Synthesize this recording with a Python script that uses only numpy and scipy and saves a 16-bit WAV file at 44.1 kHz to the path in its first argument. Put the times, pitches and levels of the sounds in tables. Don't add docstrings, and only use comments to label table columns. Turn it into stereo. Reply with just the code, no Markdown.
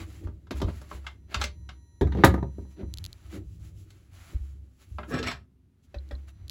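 import sys
import numpy as np
from scipy import signal
from scipy.fft import rfft, irfft, next_fast_len
from scipy.io import wavfile
from scipy.ndimage import uniform_filter1d, map_coordinates

SR = 44100
rng = np.random.default_rng(int(sys.argv[2]) if len(sys.argv) > 2 else 0)


def unload_wav(signal):
    wavfile.write(
        sys.argv[1],
        SR,
        np.round(np.clip(np.atleast_2d(signal).T, -1, 1) * 32767).astype(np.int16),
    )


N = 286650
SCENE_T = np.arange(N) / SR
T = np.arange(SR * 3 // 5) / SR
TOP_HZ = 16300


def amp(db):
    return 10 ** (np.asarray(db) / 20)


def unit(x):
    return x / np.sqrt(np.mean(x ** 2) + 1e-20)


def fade(t60):
    return np.exp(-np.log(1000) * T / t60)


def along(points, hz):
    f, v = np.transpose(points)
    return np.interp(np.log(hz + 1), np.log(f + 1), v)


def curves(rows):
    s, *columns = np.transpose(rows)
    return [np.interp(SCENE_T, s, column) for column in columns]


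def wobble(rate):
    knots = rng.standard_normal(int(N * rate / SR) + 4)
    return map_coordinates(knots, [np.arange(N) * rate / SR])


def filtered(x, response):
    n = x.shape[-1]
    m = next_fast_len(n + SR // 8)
    return irfft(rfft(x, m) * response(np.fft.rfftfreq(m, 1 / SR)), m)[..., :n]


def colour(points):
    return lambda hz: amp(along(points, hz))


def body(peaks):
    def response(f):
        total = 0
        for k, (centre, width, db) in enumerate(peaks):
            damping = 1j * f * width
            total = total + (-1) ** k * amp(db) * damping / (centre * centre - f * f + damping)
        return total
    return response


def causal(x, points):
    m = next_fast_len(x.shape[-1] + SR // 8)
    cepstrum = irfft(np.log(colour(points)(np.fft.rfftfreq(m, 1 / SR))), m)
    cepstrum[1:m // 2] *= 2
    cepstrum[m // 2 + 1:] = 0
    return irfft(rfft(x, m) * np.exp(rfft(cepstrum)), m)[..., :x.shape[-1]]


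# frequency in Hz, likeness from 0 to 1.
ALIKE = [(60, 0.98), (150, .95), (350, 1), (700, 0.33), (1400, 0.25), (3000, 0.52), (6000, 0.16),
         (10000, 0.12)]
# frequency in Hz, left minus right in dB.
LEAN = [(60, 1.7), (300, -1.5), (700, -0.5), (1400, 0.5), (3000, 3.5), (6000, 1.5), (10000, 0)]


def spread(pair):
    def mid_side_gains(hz):
        turn = np.arccos(np.clip(along(ALIKE, hz), -1, 1)) / 2
        return np.array([np.cos(turn), np.sin(turn)])
    mid, side = filtered(pair, mid_side_gains)
    left_right = np.array([mid + side, mid - side])
    return filtered(left_right, lambda hz: amp(np.outer([.5, -.5], along(LEAN, hz))))


def noise(response, size, grain_db=0):
    clumps = np.repeat(rng.standard_normal(size // 32 + 1), 32)[:size]
    return unit(filtered(rng.standard_normal((2, size)) * amp(grain_db * clumps), response))


def peak(x):
    return np.sqrt(np.max(uniform_filter1d(x.mean(0) ** 2, SR // 250)) + 1e-20)


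def add(track, s, sound):
    start = max(round(s * SR), 0)
    part = track[:, start:start + sound.shape[-1]]
    part += sound[..., :part.shape[-1]]


# frequency in Hz, t60 in seconds.
ROOM = [(150, 0.37), (400, 0.2), (1000, 0.16), (4000, 0.16), (8000, 0.12), (14000, 0.11)]


def room_tail():
    hz, t, z = signal.stft(rng.standard_normal((2, len(T))), SR, nperseg=256)
    decay = np.exp(-np.log(1000) * t / along(ROOM, hz)[:, None])
    tail = signal.istft(z * decay, SR, nperseg=256)[1][:, :len(T)]
    tail = tail * (1 - fade(0.013))
    return tail / np.linalg.norm(tail[0])


def in_room(x, room_db):
    return x + amp(room_db) * signal.fftconvolve(x[:1], room_tail(), axes=1)[:, :x.shape[-1]]


def walls(pair, echo_db, count=10):
    echoes = np.zeros((2, SR // 50))
    for channel in echoes:
        delays = rng.integers(SR // 1000, len(channel), count)
        channel[delays] = amp(echo_db) * rng.standard_normal(count)
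    echoes[:, 0] = 1
    echoes /= np.linalg.norm(echoes, axis=1, keepdims=True)
    return signal.fftconvolve(pair, echoes, axes=1)[:, :N]


def swell(s, half_s):
    return np.exp(-.5 * ((SCENE_T - s) / half_s) ** 2)


def lagging(x, lag_s):
    keep = np.exp(-1 / (lag_s * SR))
    return signal.lfilter([1 - keep], [1, -keep], x)


# low edge in Hz, high edge in Hz.
BANDS = [(150, 600), (600, 2000), (2000, 6000), (6000, 16000)]
TOP_FALL = 0.28


def strikes(rows, modes, crack_colour, crack_t60, ring_db, room_db, scatter_db, attack_s):
    track = np.zeros((2, N))
    hz, level, t60 = np.transpose(modes)
    drift = np.cumsum(rng.standard_normal((len(hz), len(T))), 1) * np.sqrt(2 * np.pi * .008 * hz[:, None] / SR)
    waves = np.exp(1j * (2 * np.pi * hz[:, None] * T + drift)) * fade(t60[:, None])
    for s, *levels_db in rows:
        sizes = amp(level + scatter_db * rng.standard_normal(len(hz)))
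        phases = np.exp(2j * np.pi * rng.random((2, len(hz))))
        ring = ((sizes * phases) @ waves).real / np.linalg.norm(amp(level))
        clatter = in_room(noise(colour(crack_colour), len(T)) * fade(crack_t60), room_db)
        hit = spread(clatter + amp(ring_db) * ring) * (1 - fade(attack_s))
        hardness = []
        for (lo, hi), db in zip(BANDS, levels_db):
            band = filtered(hit, lambda f: (f > lo) & (f < hi))
            hardness.append((np.sqrt(lo * hi), db - 20 * np.log10(peak(band))))
        bass = [(25, hardness[0][1] - 30), (100, hardness[0][1])]
        top = [(TOP_HZ, hardness[-1][1] + TOP_FALL * min(levels_db[-1] - levels_db[-2], 0))]
        add(track, s, causal(hit, bass + hardness + top))
    return track


# from and to, in seconds.
HANDS_OFF = (5.43, 5.9)
LET_GO_S = .1
FIDGET_DB, FIDGET_PER_S = 4, 6.3


def holding():
    off, on = HANDS_OFF
    grip = np.clip(np.maximum(off - SCENE_T, SCENE_T - on) / LET_GO_S + .5, 0, 1)
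    return grip * amp(FIDGET_DB * wobble(FIDGET_PER_S))


# middle in seconds, level in dB.
SHIFTS = [(0.009, -44.5), (0.089, -55), (0.155, -59), (0.235, -45.5), (0.285, -49), (0.572, -49.5),
          (0.681, -37.5), (0.95, -48.5), (1.32, -52.5), (1.4, -44.5), (2.2, -28), (2.809, -36.5),
          (3.356, -36), (3.409, -51), (4.34, -51.5), (5.1, -46.5)]
SHIFT_HALF_S = 0.017


def rocking():
    return sum(amp(db) * swell(s, SHIFT_HALF_S) for s, db in SHIFTS)


# middle in seconds, half length in seconds, hiss in dB, rub in dB.
STROKES = [(0.0, 0.027, -52.5, -45.5), (0.132, 0.071, -60, -60.5), (0.246, 0.0082, -63.5, -59),
           (0.575, 0.016, -51.5, -51), (0.693, 0.012, -62, -47), (0.751, 0.086, -60, -57),
           (0.934, 0.035, -56, -53), (1.05, 0.056, -69, -64), (1.338, 0.023, -58, -47.5),
           (1.417, 0.016, -50, -39.5), (2.216, 0.038, -70.5, -48), (2.597, 0.065, -73.5, -76),
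           (2.717, 0.026, -69, -72), (2.804, 0.027, -77, -59.5), (3.04, 0.093, -70, -67),
           (3.25, 0.11, -67.5, -65.5), (3.344, 0.025, -53.5, -50.5), (3.526, 0.044, -67.5, -78.5),
           (3.655, 0.037, -62.5, -66.5), (3.799, .033, -63, -76.5), (3.958, 0.096, -70.5, -70),
           (4.154, 0.023, -60.5, -61), (4.264, 0.07, -58.5, -56), (4.46, 0.076, -68.5, -70.5),
           (4.823, 0.023, -62, -62.5), (4.968, 0.17, -69.5, -75.5), (5.104, 0.014, -51, -63),
           (5.843, 0.011, -69, -82), (6.098, 0.17, -76.5, -70.5), (6.287, 0.0082, -61, -55.5),
           (6.422, 0.068, -83, -71)]
# frequency in Hz, relative level in dB per Hz.
SKIN = [(1400, -23.5), (2600, -1.5), (4500, -4.5), (7500, 0.5), (9000, -17.5), (10300, -0.5), (12000, -6.5),
        (13200, -15), (14500, -7), (16000, -8.5)]
# frequency in Hz, relative level in dB per Hz.
RUB = [(350, -22.5), (650, 0), (950, -3.5), (1300, -0.5), (2200, -3), (3200, -8.5), (4500, -9),
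       (7000, -35.5)]
# frequency in Hz, relative level in dB per Hz.
STOCK = [(90, -27), (150, -6), (200, -2), (255, -8.5), (320, 4), (375, -3.5), (450, -14), (600, -14.5),
         (800, -25.5), (1500, -62)]
HOLD_HISS_DB, HOLD_RUB_DB, HOLD_STOCK_DB = -82.5, -82, -68.5
SETTLE_DB, SETTLE_S = -15.5, 0.14


def hands():
    hold, rock = holding(), rocking()
    hiss, rub = amp(HOLD_HISS_DB) * hold, amp(HOLD_RUB_DB) * hold
    for s, half_s, hiss_db, rub_db in STROKES:
        speed = swell(s, half_s)
        hiss = np.hypot(hiss, amp(hiss_db) * speed)
        rub = np.hypot(rub, amp(rub_db) * speed)
    stock = amp(HOLD_STOCK_DB) * hold + rock + amp(SETTLE_DB) * lagging(rock, SETTLE_S)
    friction = hiss * noise(colour(SKIN), N, grain_db=2.0)
    friction += rub * noise(colour(RUB), N, grain_db=2.5)
    friction += stock * noise(colour(STOCK), N, grain_db=1.5)
    flicker = amp(0.79 * wobble(51))
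    return walls(spread(friction * flicker), echo_db=-15.0)


# frequency in Hz, relative level in dB.
TREMBLE_COLOUR = [(20, -22.5), (40, -10.5), (56, -7.5), (67, 6.5), (76, -8.5), (88, 2.5), (105, -2),
                  (125, -13.5), (170, -14), (260, -39.5), (400, -63.5)]
TREMBLE_IDLE_DB, TREMBLE_HELD_DB = -65, -56.5
TREMBLE_SHIFT_DB, TREMBLE_DRAG_DB, TREMBLE_LAG_S = 2, -4, .16


def tremble():
    dragging = amp(curves(DRAG)[0]) * curves(DRAG_CONTACT)[0]
    load = lagging(amp(TREMBLE_SHIFT_DB) * rocking() + amp(TREMBLE_DRAG_DB) * dragging, TREMBLE_LAG_S)
    level = amp(TREMBLE_IDLE_DB) + (amp(TREMBLE_HELD_DB) + load) * holding()
    return spread(level * noise(colour(TREMBLE_COLOUR), N))


# frequency in Hz, relative level in dB per Hz.
AIR = [(59, -39), (100, -9), (219, -14.5), (266, -9.5), (322, -24), (358, -16.5), (492, -32.5),
       (8830, -49.5), (9610, -46.5), (16000, -51.5)]
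AIR_DB = -68
# frequency in Hz, rms level in dB before the spell's gain.
WHINE = [(947.5, -82), (1895, -84.5), (4032, -81.5), (5932, -78), (6438, -95), (7117, -87), (10912, -84.5),
         (12096, -99), (13997, -100)]
# from and to in seconds, gain in dB.
WHINE_SPELLS = [(1.5, 2.95, 1.5), (6.308, 6.504, -6)]
WHINE_RISE_DB_PER_S, WHINE_FALL_DB_PER_S = 37, 25


def background():
    level = 0
    for start, end, db in WHINE_SPELLS:
        before = WHINE_RISE_DB_PER_S * np.maximum(start - SCENE_T, 0)
        after = WHINE_FALL_DB_PER_S * np.maximum(SCENE_T - end, 0)
        level = level + amp(db - before - after)
    whine = sum(np.sqrt(2) * amp(db) * np.sin(2 * np.pi * hz * SCENE_T) for hz, db in WHINE)
    return spread(amp(AIR_DB) * noise(colour(AIR), N)) + level * whine


# start in seconds, then gains in dB of the boom, the dull push and the upper mode.
THUMPS = [(0.004, -37, -44, -31), (0.247, -38, -31.5, -29), (0.539, -25.5, -52, -39),
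          (0.638, -27.5, -21.5, -20), (0.938, -32, -40, -44.5), (1.361, -25, -33, -26.5),
          (1.718, -41.5, -65, -56), (2.013, -17, -38, -15.5), (2.245, -17, -30.5, -11.5),
          (2.585, -42, -41, -30.5), (2.826, -32, -37, -30), (3.248, -37, -53, -36),
          (3.38, -40.5, -55, -30.5), (4.343, -44, -20.5, -36), (4.4, -31, -30, -42.5),
          (4.913, -31.5, -55, -28.5), (5.15, -38, -51.5, -32), (5.956, -31.5, -30.5, -44),
          (6.122, -31.5, -30, -51), (6.409, -38.5, -62.5, -37)]
# frequency in Hz, t60 in seconds.
FRAME = [(68, 0.79), (88, 0.26)]


def bench():
    track = np.zeros((2, N))
    (low_hz, low_t60), (high_hz, high_t60) = FRAME
    u = T - .015
    push = np.cos(2 * np.pi * 61 * u) * np.exp(-.5 * (u / .009) ** 2) * (1 - fade(0.016))
    for s, boom_db, push_db, upper_db in THUMPS:
        boom = amp(boom_db) * np.sin(2 * np.pi * low_hz * T) * fade(low_t60)
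        upper = amp(upper_db) * np.sin(2 * np.pi * high_hz * T) * fade(high_t60)
        add(track, s, (boom + upper) * (1 - fade(0.07)) + amp(push_db) * push)
    return track


# start in seconds, then levels in dB of body, knock, clink and edge.
ACTION = [(0.271, -44.5, -45, -65, -76), (0.469, -59, -53.5, -67, -80), (0.508, -32.5, -35, -40, -55),
          (0.601, -40, -43.5, -52, -62), (0.616, -33.5, -57, -37.5, -52), (0.682, -37, -39, -63, -78),
          (0.815, -51.5, -46.5, -61, -56.5), (0.913, -46, -33.5, -55, -74), (1.044, -59, -47.5, -74, -78),
          (1.066, -69, -33.5, -38.5, -56.5), (1.343, -46.5, -30, -26.5, -40), (1.347, -40.5, -26, -44, -74),
          (1.414, -48, -25.5, -29, -39), (1.439, -40, -33.5, -30.5, -35), (1.69, -58, -41, -46.5, -63.5),
          (3.904, -74, -64, -59, -60.5), (4.984, -41.5, -29.5, -49.5, -80), (5.031, -46.5, -35.5, -53, -99),
          (5.14, -34, -37, -47, -54), (5.189, -38.5, -45, -40, -52), (5.228, -38, -38.5, -33, -52.5),
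          (5.27, -36.5, -38, -40.5, -45), (5.314, -48, -33, -39, -49.5)]
# frequency in Hz, relative level in dB, t60 in seconds.
STEEL = [(232, -1.5, 0.15), (396, -2.5, 0.28), (595.4, 0.5, 0.19), (816, -10.5, 0.1), (970, -6, 0.18),
         (1119, 6, 0.023), (1308, 9, 0.067), (1520, 4.5, 0.079), (1633, 7.5, 0.088), (2108, 6.5, 0.17),
         (2775, -2, 0.1), (3290, -18, 0.069), (3830, 9, 0.057), (4430, -4, 0.2), (5060, 0.5, 0.14),
         (6740, -25, 0.1)]
# frequency in Hz, relative level in dB per Hz.
STEEL_CRACK = [(88, -18), (150, -2), (466, -14.5), (1600, -4), (1790, -12), (2060, -6), (3700, -1),
               (4080, -2), (7920, -9.5), (9080, -32.5), (11000, -10.5), (12900, -36), (16000, -19)]


def rifle():
    return strikes(ACTION, STEEL, STEEL_CRACK, crack_t60=0.044, ring_db=-11.5, room_db=-6,
                   scatter_db=3, attack_s=.005)


# start in seconds, then levels in dB of body, knock, clink and edge.
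KNOCKS = [(0.512, -35, -39.5, -58, -53.5), (0.616, -32.5, -31.5, -58, -55), (0.626, -26.5, -49, -78, -79),
          (2.011, -18, -36.5, -39, -54), (2.017, -19, -34.5, -43.5, -60), (2.071, -35.5, -45.5, -51.5, -69),
          (2.121, -36, -44.5, -45, -70.5), (2.149, -25, -43, -54, -67), (2.172, -24.5, -48.5, -49.5, -70.5),
          (2.186, -27, -42.5, -61, -77), (2.237, -8, -6.5, -18.5, -53), (2.245, -14, -19, -23.5, -22.5),
          (2.34, -22, -30.5, -48.5, -56.5), (2.378, -34.5, -39, -66, -76), (2.427, -25.5, -37, -57, -73),
          (2.583, -31, -56, -87, -73), (2.65, -48.5, -63.5, -80, -82), (2.831, -35, -57, -73, -92)]
# frequency in Hz, relative level in dB, t60 in seconds.
BOARDS = [(117.6, -3.5, 0.13), (140, -4, 0.24), (186.5, -9, 0.81), (250, 2, 0.064), (282.5, 0.5, 0.13),
          (287, -8, 0.16), (345, -6, 0.31), (393.8, 4, 0.15), (541, -1, 0.2), (685, -3.5, .11),
          (750, -3.5, 0.1), (820, -2, 0.07), (966, -2.5, 0.14), (1025, -2.5, 0.051), (1233, 1.5, 0.16),
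          (1399, -9, 0.058), (1557, -3, 0.11), (1550, -11.5, .08), (1756, -6.5, 0.057), (1888, -8, 0.097),
          (1990, -9.5, 0.048), (2330, -10, 0.061), (3800, -13, 0.1), (3890, -19.5, .07)]
# frequency in Hz, relative level in dB per Hz.
WOOD_CRACK = [(59, -26), (100, 1.5), (206, -14.5), (398, -7), (481, -19), (547, -15), (970, -5.5),
              (1100, -21.5), (1910, -20), (2470, -36), (3100, -38.5), (3800, -32), (4470, -39.5),
              (7290, -34), (9000, -46.5), (11000, -33.5), (16000, -44.5)]


def boards():
    return strikes(KNOCKS, BOARDS, WOOD_CRACK, crack_t60=.04, ring_db=-7.5, room_db=-7.5,
                   scatter_db=2.5, attack_s=0.0043)


# start in seconds, level in dB before the left-right gains.
TICKS = [(2.9388, -37.5), (2.9729, -43.5), (2.9841, -39), (3.041, -38.5), (3.051, -40), (3.0624, -40),
         (3.1289, -43), (6.0893, -62), (6.4808, -50), (6.4964, -35.5)]
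# frequency in Hz, relative level in dB.
TICK_COLOUR = [(1000, -20), (2200, -14), (3200, -1.5), (4200, 6), (5800, -8.5), (7200, -6), (9200, -22.5),
               (11200, -4), (13500, -23), (16000, -15)]


def ticks():
    track = np.zeros((2, N))
    snap = signal.unit_impulse(SR // 100, "mid")
    for s, db in TICKS:
        tint = [(hz, level + 2 * rng.standard_normal()) for hz, level in TICK_COLOUR]
        tick = filtered(snap, lambda hz: 1j * colour(tint)(hz))[None]
        left_right = amp([[2], [-4.5]])
        add(track, s - .004, tick / peak(tick) * amp(db) * left_right)
    return track


# time in seconds, then levels in dB of groan, rasp and hiss.
DRAG = [(5.08, -73, -50, -70), (5.104, -44, -44.5, -57), (5.144, -32.5, -31.5, -39),
        (5.198, -31.5, -37.5, -41.5), (5.22, -43, -54, -69), (5.228, -47, -37.5, -43),
        (5.285, -39.5, -33, -32), (5.32, -56, -43, -44), (5.42, -64, -67, -74)]
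# time in seconds, share of contact from 0 to 1.
DRAG_CONTACT = [(5.07, 0.0024), (5.11, 0.93), (5.37, 1), (5.47, 0)]
# frequency in Hz, width in Hz, relative level in dB.
GROAN = [(145.6, 32, -0.5), (254.6, 24, 4), (378, 12, 2), (425, 23, -9), (553, 25, -2.5)]
# frequency in Hz, width in Hz, relative level in dB.
RASP = [(690, 44, 2.5), (947, 230, -37), (1074, 210, -10.5), (1304, 28.3, 5.5), (1440, 45, -5.5),
        (1720, 156, -1), (1844, 73, -1), (2220, 140, -11)]
# frequency in Hz, relative level in dB per Hz.
DRAG_HISS = [(1200, -6), (2200, 14.5), (3000, 4.5), (4200, 3), (4900, -6), (5500, 10), (6300, -27),
             (7900, 1), (9000, -49), (11000, -9.5), (13000, -27), (15000, -23)]
# start in seconds, gain in dB, pitch in Hz.
JUDDERS = [(5.109, -23, 431), (5.139, -19.5, 385), (5.196, -19, 431)]


def drag():
    groan_db, rasp_db, hiss_db = curves(DRAG)
    contact, = curves(DRAG_CONTACT)
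    slips_per_s = 130 * amp(3.7 * wobble(80))
    since_slip = np.cumsum(slips_per_s) / SR % 1
    slips = rng.standard_normal((2, N)) * amp(-10 * since_slip + 2 * wobble(70))
    groan = amp(groan_db) * unit(filtered(slips, body(GROAN)))
    rasp = amp(rasp_db) * unit(filtered(slips, body(RASP)))
    hiss = amp(hiss_db) * unit(filtered(slips, colour(DRAG_HISS)))
    scrape = (groan + rasp + hiss) * contact
    for s, db, hz in JUDDERS:
        add(scrape, s, amp(db) * np.sin(2 * np.pi * hz * T) * fade(0.06) * (1 - fade(.03)))
    return walls(spread(in_room(scrape, room_db=-9)), echo_db=-13.0)


# start in seconds, then levels in dB of body, knock, clink and edge.
TAPS = [(5.943, -46, -42.5, -49.5, -68), (6.11, -44.5, -42.5, -51, -66)]
# frequency in Hz, relative level in dB, t60 in seconds.
SCREW = [(538, -1.5, 0.18), (579, 8.5, 0.11), (690, -18, 0.093), (775, -10.5, 0.1), (1023, -18, 0.054),
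         (1270, -27, .08), (1905, -12, 0.13), (2370, -10, 0.089), (2580, -4, 0.049), (3660, -24.5, 0.062),
         (3930, -18.5, 0.046), (5260, -9, 0.042)]
# frequency in Hz, relative level in dB per Hz.
TIP_CRACK = [(100, -34.5), (170, 7), (432, -10), (596, -13.5), (1380, -27), (1870, -16), (2950, -41),
             (3300, -21.5), (5310, -29), (7920, -46), (9220, -64.5), (11400, -40.5), (16000, -71.5)]
# start in seconds, gain in dB.
PINGS = [(5.986, -42), (6.1528, -43.5)]


def screwdriver():
    track = strikes(TAPS, SCREW, TIP_CRACK, crack_t60=0.03, ring_db=-9.5, room_db=-7.5,
                    scatter_db=4.5, attack_s=0.0067)
    ping = np.sin(2 * np.pi * 4080 * T) * fade(0.019) * (1 - fade(0.0018))
    for s, db in PINGS:
        add(track, s, amp(db) * ping)
    return track


def scene():
    handling = hands() + tremble() + background() + bench()
    contacts = rifle() + boards() + ticks() + drag() + screwdriver()
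    return handling + contacts


def record(dry):
    clipped = dry / (1 + np.abs(dry / .88) ** 6) ** (1 / 6)
    rumble_cut = signal.butter(2, 26, "highpass", fs=SR, output="sos")
    cleaned = signal.sosfilt(rumble_cut, clipped)
    return filtered(cleaned, lambda hz: 1 / (1 + (hz / TOP_HZ) ** 120))


dry = scene()
out = record(dry)
unload_wav(out)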